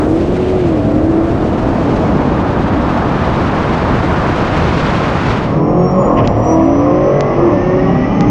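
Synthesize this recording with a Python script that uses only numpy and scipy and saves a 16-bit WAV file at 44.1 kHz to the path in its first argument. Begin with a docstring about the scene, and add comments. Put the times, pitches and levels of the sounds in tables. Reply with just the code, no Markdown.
"""Electric car against a V8

One dragstrip run plays twice. Beside the electric car, the V8 spins its tyres, grips, shifts and drops
behind while tyre roar and wind grow with speed. A cross-fade replays the launch at the windscreen:
exhaust orders (multiples of the engine cycle), motor hum and inverter tones sweep through the car's
resonances, with a tyre chirp, rattling trim and dry ticks."""
import sys
import numpy as np
from scipy import signal
from scipy.fft import rfft, irfft
from scipy.io import wavfile
from scipy.ndimage import uniform_filter1d, minimum_filter1d

SR = 44100
rng = np.random.default_rng(int(sys.argv[2]) if len(sys.argv) > 2 else 0)


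def to_wav(sig):
    """Store sig (one row per channel, or 1-D mono) as 16-bit WAV at the path in sys.argv[1].

    Samples outside -1..1 are clipped; the rate is SR.
    """
    pcm = np.clip(np.atleast_2d(sig), -1, 1) * 32767
    pcm = np.round(pcm).astype(np.int16)
    wavfile.write(sys.argv[1], SR, pcm.T)  # frames by channels


N = 366030
TIME = np.arange(N) / SR
BINS = np.fft.rfftfreq(N, 1 / SR)
REPLAY_TIME = TIME - 5.447  # the run's clock in the cabin view
FIRING_ORDER = 8  # eight cylinders fire in each engine cycle


def amp(db):
    """Decibels to gain."""
    return 10 ** (np.asarray(db) / 20)


def unit(x):
    """Scales to rms 1."""
    return x / np.sqrt(np.mean(x ** 2) + 1e-20)


def read(points, hz):
    """Reads a spectrum on a log axis, holding its end values."""
    f, value = np.transpose(points)
    return np.interp(np.log(hz + 1), np.log(f + 1), value)


def curves(rows):
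    """An automation curve for each column after the time."""
    times, *columns = np.transpose(rows)
    return [np.interp(TIME, times, column) for column in columns]


def during(rows, fade_s):
    """A gate, open over a table's time span and fading beyond it."""
    return np.clip(1 + np.minimum(TIME - rows[0][0], rows[-1][0] - TIME) / fade_s, 0, 1)


def swells(rows):
    """A bell-shaped gain for each event."""
    return sum(amp(db) * np.exp(-.5 * ((TIME - peak_s) / width_s) ** 2) for peak_s, db, width_s in rows)


def rings(rows, order):
    """The swells in which one exhaust order rings out."""
    return swells([row[:3] for row in rows if round(row[3]) == order])


def lift(modes, hz):
    """Decibels that a moving tone gains from the resonances it passes."""
    grid = np.arange(0, 9000, 2)
    return np.interp(hz, grid, sum(db * np.exp(-((grid - f) / width) ** 2) for f, width, db in modes))


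def drift(rate_hz):
    """Slow random motion of rms 1."""
    return unit(irfft(rfft(rng.standard_normal(N)) * np.exp(-(BINS / rate_hz) ** 2), N))


def phase_of(hz):
    """Running phase of a pitch curve with rounded corners."""
    return 2 * np.pi * np.cumsum(uniform_filter1d(hz, size=1500, mode="nearest")) / SR


def noise(colour, lo_hz=12, hi_hz=16000):
    """One band of a coloured noise, rms 1."""
    band = 1 / np.sqrt((1 + (lo_hz / (BINS + 1)) ** 10) * (1 + (BINS / hi_hz) ** 10))
    return unit(irfft(rfft(rng.standard_normal(N)) * amp(read(colour, BINS)) * band, N))


def tone(phase, waver, rate_hz=8):
    """A partial of rms near 1; shifting reflections add a random part that makes it waver."""
    knots = np.arange(0, TIME[-1] + 1, 1 / rate_hz)
    a, b = (np.interp(TIME, knots, v[:len(knots)]) for v in rng.standard_normal((2, 2000)))
    phase = phase + 2 * np.pi * rng.random()
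    partial = (1 + waver * a) * np.cos(phase) + waver * b * np.sin(phase)
    return np.sqrt(2) * partial / np.sqrt(1 + waver ** 2)


def exhaust(cycle_hz, orders, colour, waver, rate_hz, skip=(FIRING_ORDER,)):
    """Uneven firing of the two banks sounds the orders from 2 up; its jitter smears the high ones."""
    phase, jitter_rad = phase_of(cycle_hz), .8 * drift(70)
    return sum(amp(read(orders, k) + read(colour, k * cycle_hz))
               * tone(k * phase + jitter_rad * np.interp(k, [16, 26], [0, 1]), waver, rate_hz)
               for k in range(2, round(orders[-1][0]) + 1) if k not in skip)


# The V8's rev curve: time_s, cycle_hz
REV_CURVE = [(0, 37.9), (.09, 39.1), (.32, 45.2), (.51, 46.5), (.59, 46.05), (.7, 40.95), (.84, 35.2),
             (1.05, 40.2), (1.25, 41.3), (1.66, 47), (1.8, 48), (1.91, 48.6), (2.01, 43.3), (2.06, 38.7),
             (2.16, 33.1), (2.47, 35.5), (2.85, 37.3)]

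def revs(t):
    """Engine cycles a second: the V8 flares in wheelspin, grips, pulls, shifts up and pulls again."""
    return np.interp(t, *np.transpose(REV_CURVE))


# Fader ride of the firing tone: time_s, level_db
SIDE_FIRING = [(0, -20.5), (.12, -13.5), (.33, -20), (.48, -16), (.72, -14), (.83, -17), (1.18, -12),
               (1.3, -21), (1.9, -34), (2.1, -21), (2.4, -46)]
# Balance of the rough orders around it: order, gain_db
ROUGH_ORDERS = [(3, -10.5), (4, -25.5), (5, -12), (6, -8), (7, -10.5), (9, -14), (10, -13), (11, -14.5),
                (12, -18), (13, -19), (14, -13), (15, -26.5), (16, -15), (17, -16.5), (18, -15.5),
                (20, -28), (24, -35.5), (32, -37)]
# Exhaust rumble around the upshift: peak_s, level_db, width_s
SHIFT_RUMBLE = [(2.2, -19, 0.84)]
# Orders ringing out as the cars shift against each other: peak_s, level_db, width_s, order
SIDE_OVERTONES = [(.07, -26, .06, 12), (.5, -29, .1, 13), (.58, -28, .08, 14), (.76, -28, .05, 16),
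                  (.87, -23.5, .07, 18), (1.25, -24.5, .17, 16)]

def v8_side():
    """The V8 alongside: a strong firing tone over rough orders, with overtones that come and go."""
    firing_db, = curves(SIDE_FIRING)
    cycle_hz = revs(TIME) * (1 + 0.0029 * drift(25))
    phase = phase_of(cycle_hz)
    # Tone of the pipe: frequency_hz, gain_db
    pipe = [(120, -3.5), (170, -7.5), (225, -3.5), (300, 1), (480, -2), (560, -4.5), (650, -1),
            (720, -4.5), (800, -17.5)]
    rough = amp(0.14 * firing_db - 13) * exhaust(cycle_hz, ROUGH_ORDERS, pipe, waver=1, rate_hz=28)
    firing = amp(firing_db) * tone(FIRING_ORDER * phase, waver=0.049, rate_hz=47)
    rumble = swells(SHIFT_RUMBLE) * noise(OUTSIDE_EQ, 160, 320)
    overtones = sum(rings(SIDE_OVERTONES, k) * tone(k * phase, waver=0.3, rate_hz=30)
                    for k in {round(row[3]) for row in SIDE_OVERTONES})
    return during(SIDE_FIRING, 0.45) * (firing + rough + overtones) + rumble


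START_HZ, CLIMB_HZ_PER_S, KNEE_HZ = 128.3, 120.5, 237.1

def drive_hz(t):
    """Motor pitch follows road speed: full torque up to the knee, then constant power."""
    straight = np.maximum(START_HZ + CLIMB_HZ_PER_S * t, 20)
    return np.where(straight < KNEE_HZ, straight, np.sqrt(KNEE_HZ * abs(2 * straight - KNEE_HZ)))


def doublings(t):
    """Road speed in doublings above the knee."""
    return np.log2(drive_hz(t) / KNEE_HZ)


# Tone of the noise beside the car: frequency_hz, gain_db
OUTSIDE_EQ = [(20, -9.5), (45, -1), (75, 0), (105, 2.5), (170, 1), (300, 2.5), (420, -5), (700, -8),
              (1200, -14.5), (2000, -25.5), (4000, -38), (6500, -46.5), (9000, -56.5), (12000, -73),
              (15000, -82)]
# Road and wind bands: low_hz, high_hz, knee_db, db_per_doubling, floor_db, ceiling_db, gust_db
ROAD_BANDS = [(12, 184, -25, 8, -18.5, -17, -1), (170, 334, -23.5, 8, -22, -19, 0),
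              (359, 640, -29.5, 22, -21, -20, 0), (617, 985, -30.5, 14.5, -29, -22, 1),
              (978, 1300, -33, 11, -35, -23, 0), (1320, 2120, -37, 11.5, -37, -25, .5)]

def road_side(boom_hz=78.1, boom_db=-27.5):
    """Rumble, tyre roar and gusty wind grow with speed; the body booms once the car is fast."""
    speed, gust = doublings(TIME), drift(33)
    roar = np.zeros(N)
    for lo_hz, hi_hz, knee_db, db_per_doubling, floor_db, ceiling_db, gust_db in ROAD_BANDS:
        level_db = np.clip(knee_db + db_per_doubling * speed, floor_db, ceiling_db)
        roar += amp(level_db + gust_db * gust) * noise(OUTSIDE_EQ, lo_hz, hi_hz)
    boom = amp(boom_db) * tone(2 * np.pi * boom_hz * TIME, waver=1.7, rate_hz=9.7)
    return roar + np.interp(TIME, [2.95, 3.12], [0, 1]) * boom


# Fader rides of three treble bands: time_s, low_db, middle_db, top_db
HISS_RIDES = [(0, -47, -51, -52), (0.2, -39, -48, -54), (0.45, -36, -48.5, -53.5), (0.7, -37.5, -49, -55),
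              (1.05, -42, -51, -57), (1.5, -37, -48.5, -55.5), (2.0, -36.0, -45, -56.5),
              (2.3, -36.5, -48.5, -59.5), (2.8, -35, -47.0, -58), (3.3, -32, -44.5, -56),
              (4.1, -31.5, -43.5, -55), (4.8, -27.5, -39.5, -52.5), (5.2, -28.5, -40.5, -53.0)]
# Edges of those bands: low_hz, high_hz
HISS_EDGES = [(2100, 4370), (4300, 6900), (7200, 16000)]
# Short rasps of rubber: peak_s, level_db, width_s, low_cut_hz
RUBBER_RASPS = [(.02, -26.5, 0.048, 880), (.365, -32, 0.016, 1510)]

def hiss_side(gust_db=1.04):
    """Rubber hisses, rasps and sizzles until the tyres bite; then spray and wind take over."""
    gust = amp(gust_db * drift(33))
    hiss = sum(amp(db) * noise(OUTSIDE_EQ, *band) for db, band in zip(curves(HISS_RIDES), HISS_EDGES))
    rasp = sum(swells([swell]) * noise(OUTSIDE_EQ, lo_hz) for *swell, lo_hz in RUBBER_RASPS)
    sizzle = amp(-65) * noise([(8000, -8), (12500, -8), (14500, -20)], lo_hz=8300)
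    return gust * hiss + rasp + np.interp(TIME, [.17, .27], [1, 0]) * sizzle


# Fader rides of the V8 in the cabin: time_s, blare_db, firing_db, growl_db
CABIN_RIDES = [(5.5, -27, -36, -19.5), (5.8, -24.5, -21.5, -14.5), (6.05, -25.5, -26, -17.5),
               (6.3, -20, -30, -21), (6.55, -20, -22.5, -26.5), (7.1, -25.5, -21, -24),
               (7.33, -23, -23, -25), (7.39, -25.5, -25.5, -21), (7.46, -29, -19, -28),
               (7.51, -29, -25, -28), (7.57, -24, -23, -25), (7.65, -22.5, -25.5, -20.5),
               (7.85, -24.5, -26.5, -20.5), (8.3, -28, -25, -19.5)]
# Strong orders that ride the blare fader: order, gain_db
LEAD_ORDERS = [(3, -6), (24, -17)]
# Air resonances that lift them and the firing tone: centre_hz, half_width_hz, lift_db
AIR_MODES = [(111.8, 5, 12), (139.7, 13, 11.5), (278.6, 3.6, 12), (298.7, 5.6, 11), (324.5, 12, 11),
             (361, 8.2, 4.5), (980, 200, 10)]
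# Balance of the low growl: order, gain_db
GROWL_BALANCE = [(2, -22), (4, -9.5), (5, -4.5), (6, -10), (7, 0), (9, -4.5), (10, -3.5), (11, -6.5),
                 (12, -8)]
# Balance of the bright blare: order, gain_db
BLARE_BALANCE = [(13, -8.5), (14, -4.5), (15, -8.5), (16, -5), (17, -6), (18, -8), (20, -13.5), (22, -19.5),
                 (23, -9), (25, -17.5), (26, -26), (27, -11.5), (28, -15), (31, -39), (40, -41), (41, -34),
                 (42, -16), (43, -41), (48, -30), (56, -48)]
# The cabin's colour on growl and blare: frequency_hz, gain_db
CABIN_EQ = [(160, 1), (215, -4), (390, -7.5), (440, -4.5), (500, -3), (555, 1.5), (590, 1.5), (655, -0.5),
            (705, 4), (745, -3.5), (800, -0.5), (930, -5.5), (1100, 5.5), (1400, -9), (1650, -14.5),
            (1900, -5)]

def v8_cabin():
    """The V8 from inside: its orders boom, growl and blare as they sweep the cabin's resonances."""
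    blare_db, firing_db, growl_db = curves(CABIN_RIDES)
    cycle_hz = revs(REPLAY_TIME) * (1 + 0.002 * drift(24.2))
    phase = phase_of(cycle_hz)
    leads = {round(k): blare_db + db for k, db in LEAD_ORDERS} | {FIRING_ORDER: firing_db}
    boom = np.zeros(N)
    for k, db in leads.items():
        partial = tone(k * phase, waver=0.086 * (k / FIRING_ORDER) ** 2.6, rate_hz=2.2 * k)
        boom += amp(db + lift(AIR_MODES, k * cycle_hz)) * partial
    growl = exhaust(cycle_hz, GROWL_BALANCE, CABIN_EQ, waver=0.98, rate_hz=10, skip=leads)
    blare = exhaust(cycle_hz, BLARE_BALANCE, CABIN_EQ, waver=1, rate_hz=10, skip=leads)
    return boom + amp(growl_db) * growl + amp(blare_db) * blare + howl(phase) + burble(cycle_hz)


# Panel resonances under the motor's hum: centre_hz, half_width_hz, lift_db
PANEL_MODES = [(147, 8.3, 9), (172, 7.2, 18), (190, 10.5, 14), (215, 9.1, 8), (284.7, 27.6, 15),
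               (320, 7.6, 2), (345.3, 7.8, 14.5), (367.2, 15.7, 12)]

def motor():
    """The electric drive's hum swells at each panel resonance; gear whine comes out with speed."""
    hz, speed = drive_hz(REPLAY_TIME), doublings(REPLAY_TIME)
    phase = phase_of(hz)
    hum = amp(lift(PANEL_MODES, hz)) * tone(phase, waver=0.22)
    octave = amp(-4 + 0.5 * speed) * tone(2 * phase, waver=0.95, rate_hz=13)
    whine = sum(amp(db) * tone(ratio * phase, waver=2.9, rate_hz=45)
                for ratio, db in [(3, 6.5), (5, 3.5), (5.45, -15.5), (6, -6.5), (7.55, -8)])
    whine_db = np.minimum(-63 + 34.5 * speed, -40.5)
    return amp(-28) * (hum + octave) + amp(whine_db) * whine


# Peaks and dips of the inverter's housing: centre_hz, half_width_hz, lift_db
INVERTER_MODES = [(5480, 30, 4), (5562, 22, 16), (5598, 12, 7), (5768, 16, 6), (5798, 21, 23),
                  (5855, 18, 9), (5888, 16, 12), (5978, 22, 8), (6200, 40, -12), (6285, 25, 11),
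                  (6620, 70, 8), (6865, 130, 13), (7700, 220, -10)]

def inverter(carrier_hz=5000, flutter_hz=26, flutter_db=3.5):
    """Two fluttering sidebands of the switching tone climb with the motor and ring the housing."""
    step_hz = 3.125 * drive_hz(REPLAY_TIME)
    shake_hz = .004 * step_hz * drift(flutter_hz)
    first_hz, third_hz = carrier_hz + step_hz, carrier_hz + 3 * step_hz
    first_db = lift(INVERTER_MODES, first_hz) + .5 * flutter_db * drift(flutter_hz)
    first = amp(first_db) * tone(phase_of(first_hz + shake_hz), waver=.3, rate_hz=70)
    third_db = lift(INVERTER_MODES, third_hz) + flutter_db * drift(flutter_hz) - 4.5
    third = amp(third_db) * tone(phase_of(third_hz + 3 * shake_hz), waver=.5, rate_hz=50)
    third_gate = np.interp(third_hz, [6250, 6400, 7670, 7800], [0, 1, 1, 0])
    return amp(-57.5) * (first + third_gate * third)


# Tone of the road from inside: frequency_hz, gain_db
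INSIDE_EQ = [(20, -10.5), (45, -0.5), (75, -8.5), (110, 0), (180, 0.5), (260, -2.5), (420, -6.5),
             (600, -10), (850, -14), (1200, -11.5), (1500, -23.5), (2000, -21), (3100, -32.5), (3700, -42),
             (4600, -43), (5500, -36.5), (6800, -52.5), (7500, -60.5), (8000, -91.5)]
# Rumbles as the tyres bite and as the V8 is passed: peak_s, level_db, width_s, low_hz, high_hz
LOW_SURGES = [(6.27, -16.5, 0.11, 30, 133), (7.92, -14.5, 0.14, 135, 203), (8.234, -12.5, 0.096, 137, 204)]

def road_cabin():
    """Road noise in the closed cabin: a surging low end, steady roar and hiss that grows with speed."""
    speed = doublings(REPLAY_TIME)
    rumble = amp(-20 + 0.5 * speed) * noise(INSIDE_EQ, hi_hz=266)
    surges = sum(swells([swell]) * noise(INSIDE_EQ, lo_hz, hi_hz) for *swell, lo_hz, hi_hz in LOW_SURGES)
    roar = amp(-21.5) * noise(INSIDE_EQ, 260, 1400)
    hiss = amp(-36.5 + 5 * speed) * noise(INSIDE_EQ, lo_hz=1480)
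    return rumble + surges + roar + hiss


# Throaty, uneven overtones in the cabin: peak_s, level_db, width_s, order
CABIN_OVERTONES = [(5.8, -27, 0.14, 16), (5.84, -17.5, .085, 10), (6.0, -13, .04, 12),
                   (6.46, -20, .035, 18), (6.497, -19, .04, 12), (6.582, -28, 0.036, 24),
                   (6.657, -20.5, .05, 17), (6.71, -16, .045, 14), (6.786, -20, 0.045, 10),
                   (6.88, -17.5, .06, 12), (6.996, -17.5, 0.057, 13), (7.08, -17, .06, 12),
                   (7.423, -18, .035, 11), (7.55, -18, .025, 16), (7.75, -27, 0.13, 16),
                   (7.95, -26, .07, 22), (8.22, -30, .07, 22)]
# Fader ride of the howl at the top of first gear: time_s, level_db
HOWL_RIDE = [(6.95, -38), (7.07, -18.5), (7.3, -20.5), (7.38, -24), (7.46, -46)]
# Balance of the howl: order, gain_db
HOWL_BALANCE = [(9, -0.5), (10, -1), (11, -6), (12, -6), (13, -5), (42, -22)]

def howl(phase):
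    """Exhaust orders ring out singly, and howl together beating once an engine cycle."""
    ride = amp(curves(HOWL_RIDE)[0]) * during(HOWL_RIDE, .05)
    gains = {round(k): amp(db) * ride for k, db in HOWL_BALANCE}
    orders = set(gains) | {round(row[3]) for row in CABIN_OVERTONES}
    return sum(np.hypot(gains.get(k, 0), rings(CABIN_OVERTONES, k))
               * tone(k * phase, waver=0.17, rate_hz=30) for k in orders)


# The tyres' squeal at the launch: time_s, pitch_hz, level_db
CHIRP_CURVE = [(5.88, 1085, -54), (5.97, 1069, -22.5), (6.1, 1066, -25), (6.2, 1060, -20.5),
               (6.28, 1063, -46)]

def tyre_chirp():
    """Tyres at the edge of grip sing one wavering note."""
    pitch_hz, level_db = curves(CHIRP_CURVE)
    return amp(level_db) * during(CHIRP_CURVE, .04) * tone(phase_of(pitch_hz), waver=0.55, rate_hz=50)


# Burbles at the grip and at the upshift: peak_s, gain_db, width_s
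BURBLES = [(6.13, -22.5, 0.11), (7.47, -25, 0.073)]
# Balance of their orders: order, gain_db
BURBLE_BALANCE = [(5, -2.5), (8, 0.5), (11, -1), (16, -2.5), (30, -7)]
# Their dark tone: frequency_hz, gain_db
BURBLE_EQ = [(180, -8.5), (300, 3), (410, -9), (500, 0.5), (570, 3), (660, -7.5), (850, -5.5), (1200, -4.5),
             (1500, -20.5), (3000, -59), (8000, -105)]

def burble(cycle_hz, stumble_share=.045):
    """As the revs collapse the firing stumbles, and the exhaust burbles in a rush of noise."""
    stumbling_hz = cycle_hz * (1 + stumble_share * drift(60))
    firing = exhaust(stumbling_hz, BURBLE_BALANCE, BURBLE_EQ, waver=0.58, rate_hz=35)
    return swells(BURBLES) * (firing + amp(3) * noise(BURBLE_EQ))


# Bursts of rattling trim: peak_s, level_db, width_s
TRIM_BURSTS = [(6.19, -27.5, 0.013), (6.25, -34, 0.014), (6.34, -55, .006)]
# Tone of the trim: frequency_hz, gain_db
TRIM_EQ = [(600, -25), (1100, -11), (1700, 6), (3000, 4), (3800, -18), (5500, -14), (7000, -30),
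           (8000, -60)]

def rattles():
    """Short buzzes of loose trim as the car leaps forward."""
    return swells(TRIM_BURSTS) * noise(TRIM_EQ) * amp(3.1 * drift(250))


# Sharp ticks: start_s, peak_db, ring_gain_db
TICK_HITS = [(6.2753, -3, -27), (7.2085, -4, -51), (8.2087, -6, -53)]
# Tone of a tick: frequency_hz, gain_db
TICK_EQ = [(300, -20), (1500, 6.5), (3000, 3.5), (4300, 1), (5600, 1), (6800, -4), (7700, -15), (8400, -68)]

def ticks(ring_hz=4250, decay_s=0.0025):
    """Dry single ticks; the first rings briefly."""
    spectrum = amp(read(TICK_EQ, np.fft.rfftfreq(512, 1 / SR)))
    click = np.fft.fftshift(irfft(spectrum))
    hits, tails = np.zeros(N), np.zeros(N)
    for start_s, peak_db, ring_gain_db in TICK_HITS:
        hits[round(start_s * SR)] = amp(peak_db) / click.max()
        tails += amp(ring_gain_db) * (TIME > start_s) * np.exp(-abs(TIME - start_s) / decay_s)
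    ring = np.sin(2 * np.pi * ring_hz * TIME) + 2.6 * noise(TICK_EQ, lo_hz=1500)
    return signal.oaconvolve(hits + tails * ring, click, "same")


def scene():
    """The side view cross-fades into the cabin view; the same sound in both ears."""
    fade_out = np.interp(TIME, [5.32, 5.47, 5.63], [1, .52, 0])
    fade_in = np.interp(TIME, [5.25, 5.55], [0, 1])
    side = v8_side() + road_side() + hiss_side()
    cabin = v8_cabin() + motor() + inverter() + road_cabin() + tyre_chirp() + rattles() + ticks()
    mix = fade_out * side + fade_in * cabin
    return np.array([mix, mix])


def record(dry, ceiling=.97, cutoff_hz=15800):
    """A smooth peak limiter, then a steep high cut."""
    gain = ceiling / np.maximum(abs(dry).max(0), ceiling)
    held = minimum_filter1d(gain, size=401)
    smooth = uniform_filter1d(uniform_filter1d(held, size=201), size=201)
    high_cut = signal.firwin(511, cutoff_hz, window=("kaiser", 9), fs=SR)
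    return signal.oaconvolve(dry * smooth, high_cut[None], "same")


dry = scene()
out = record(dry)
to_wav(out)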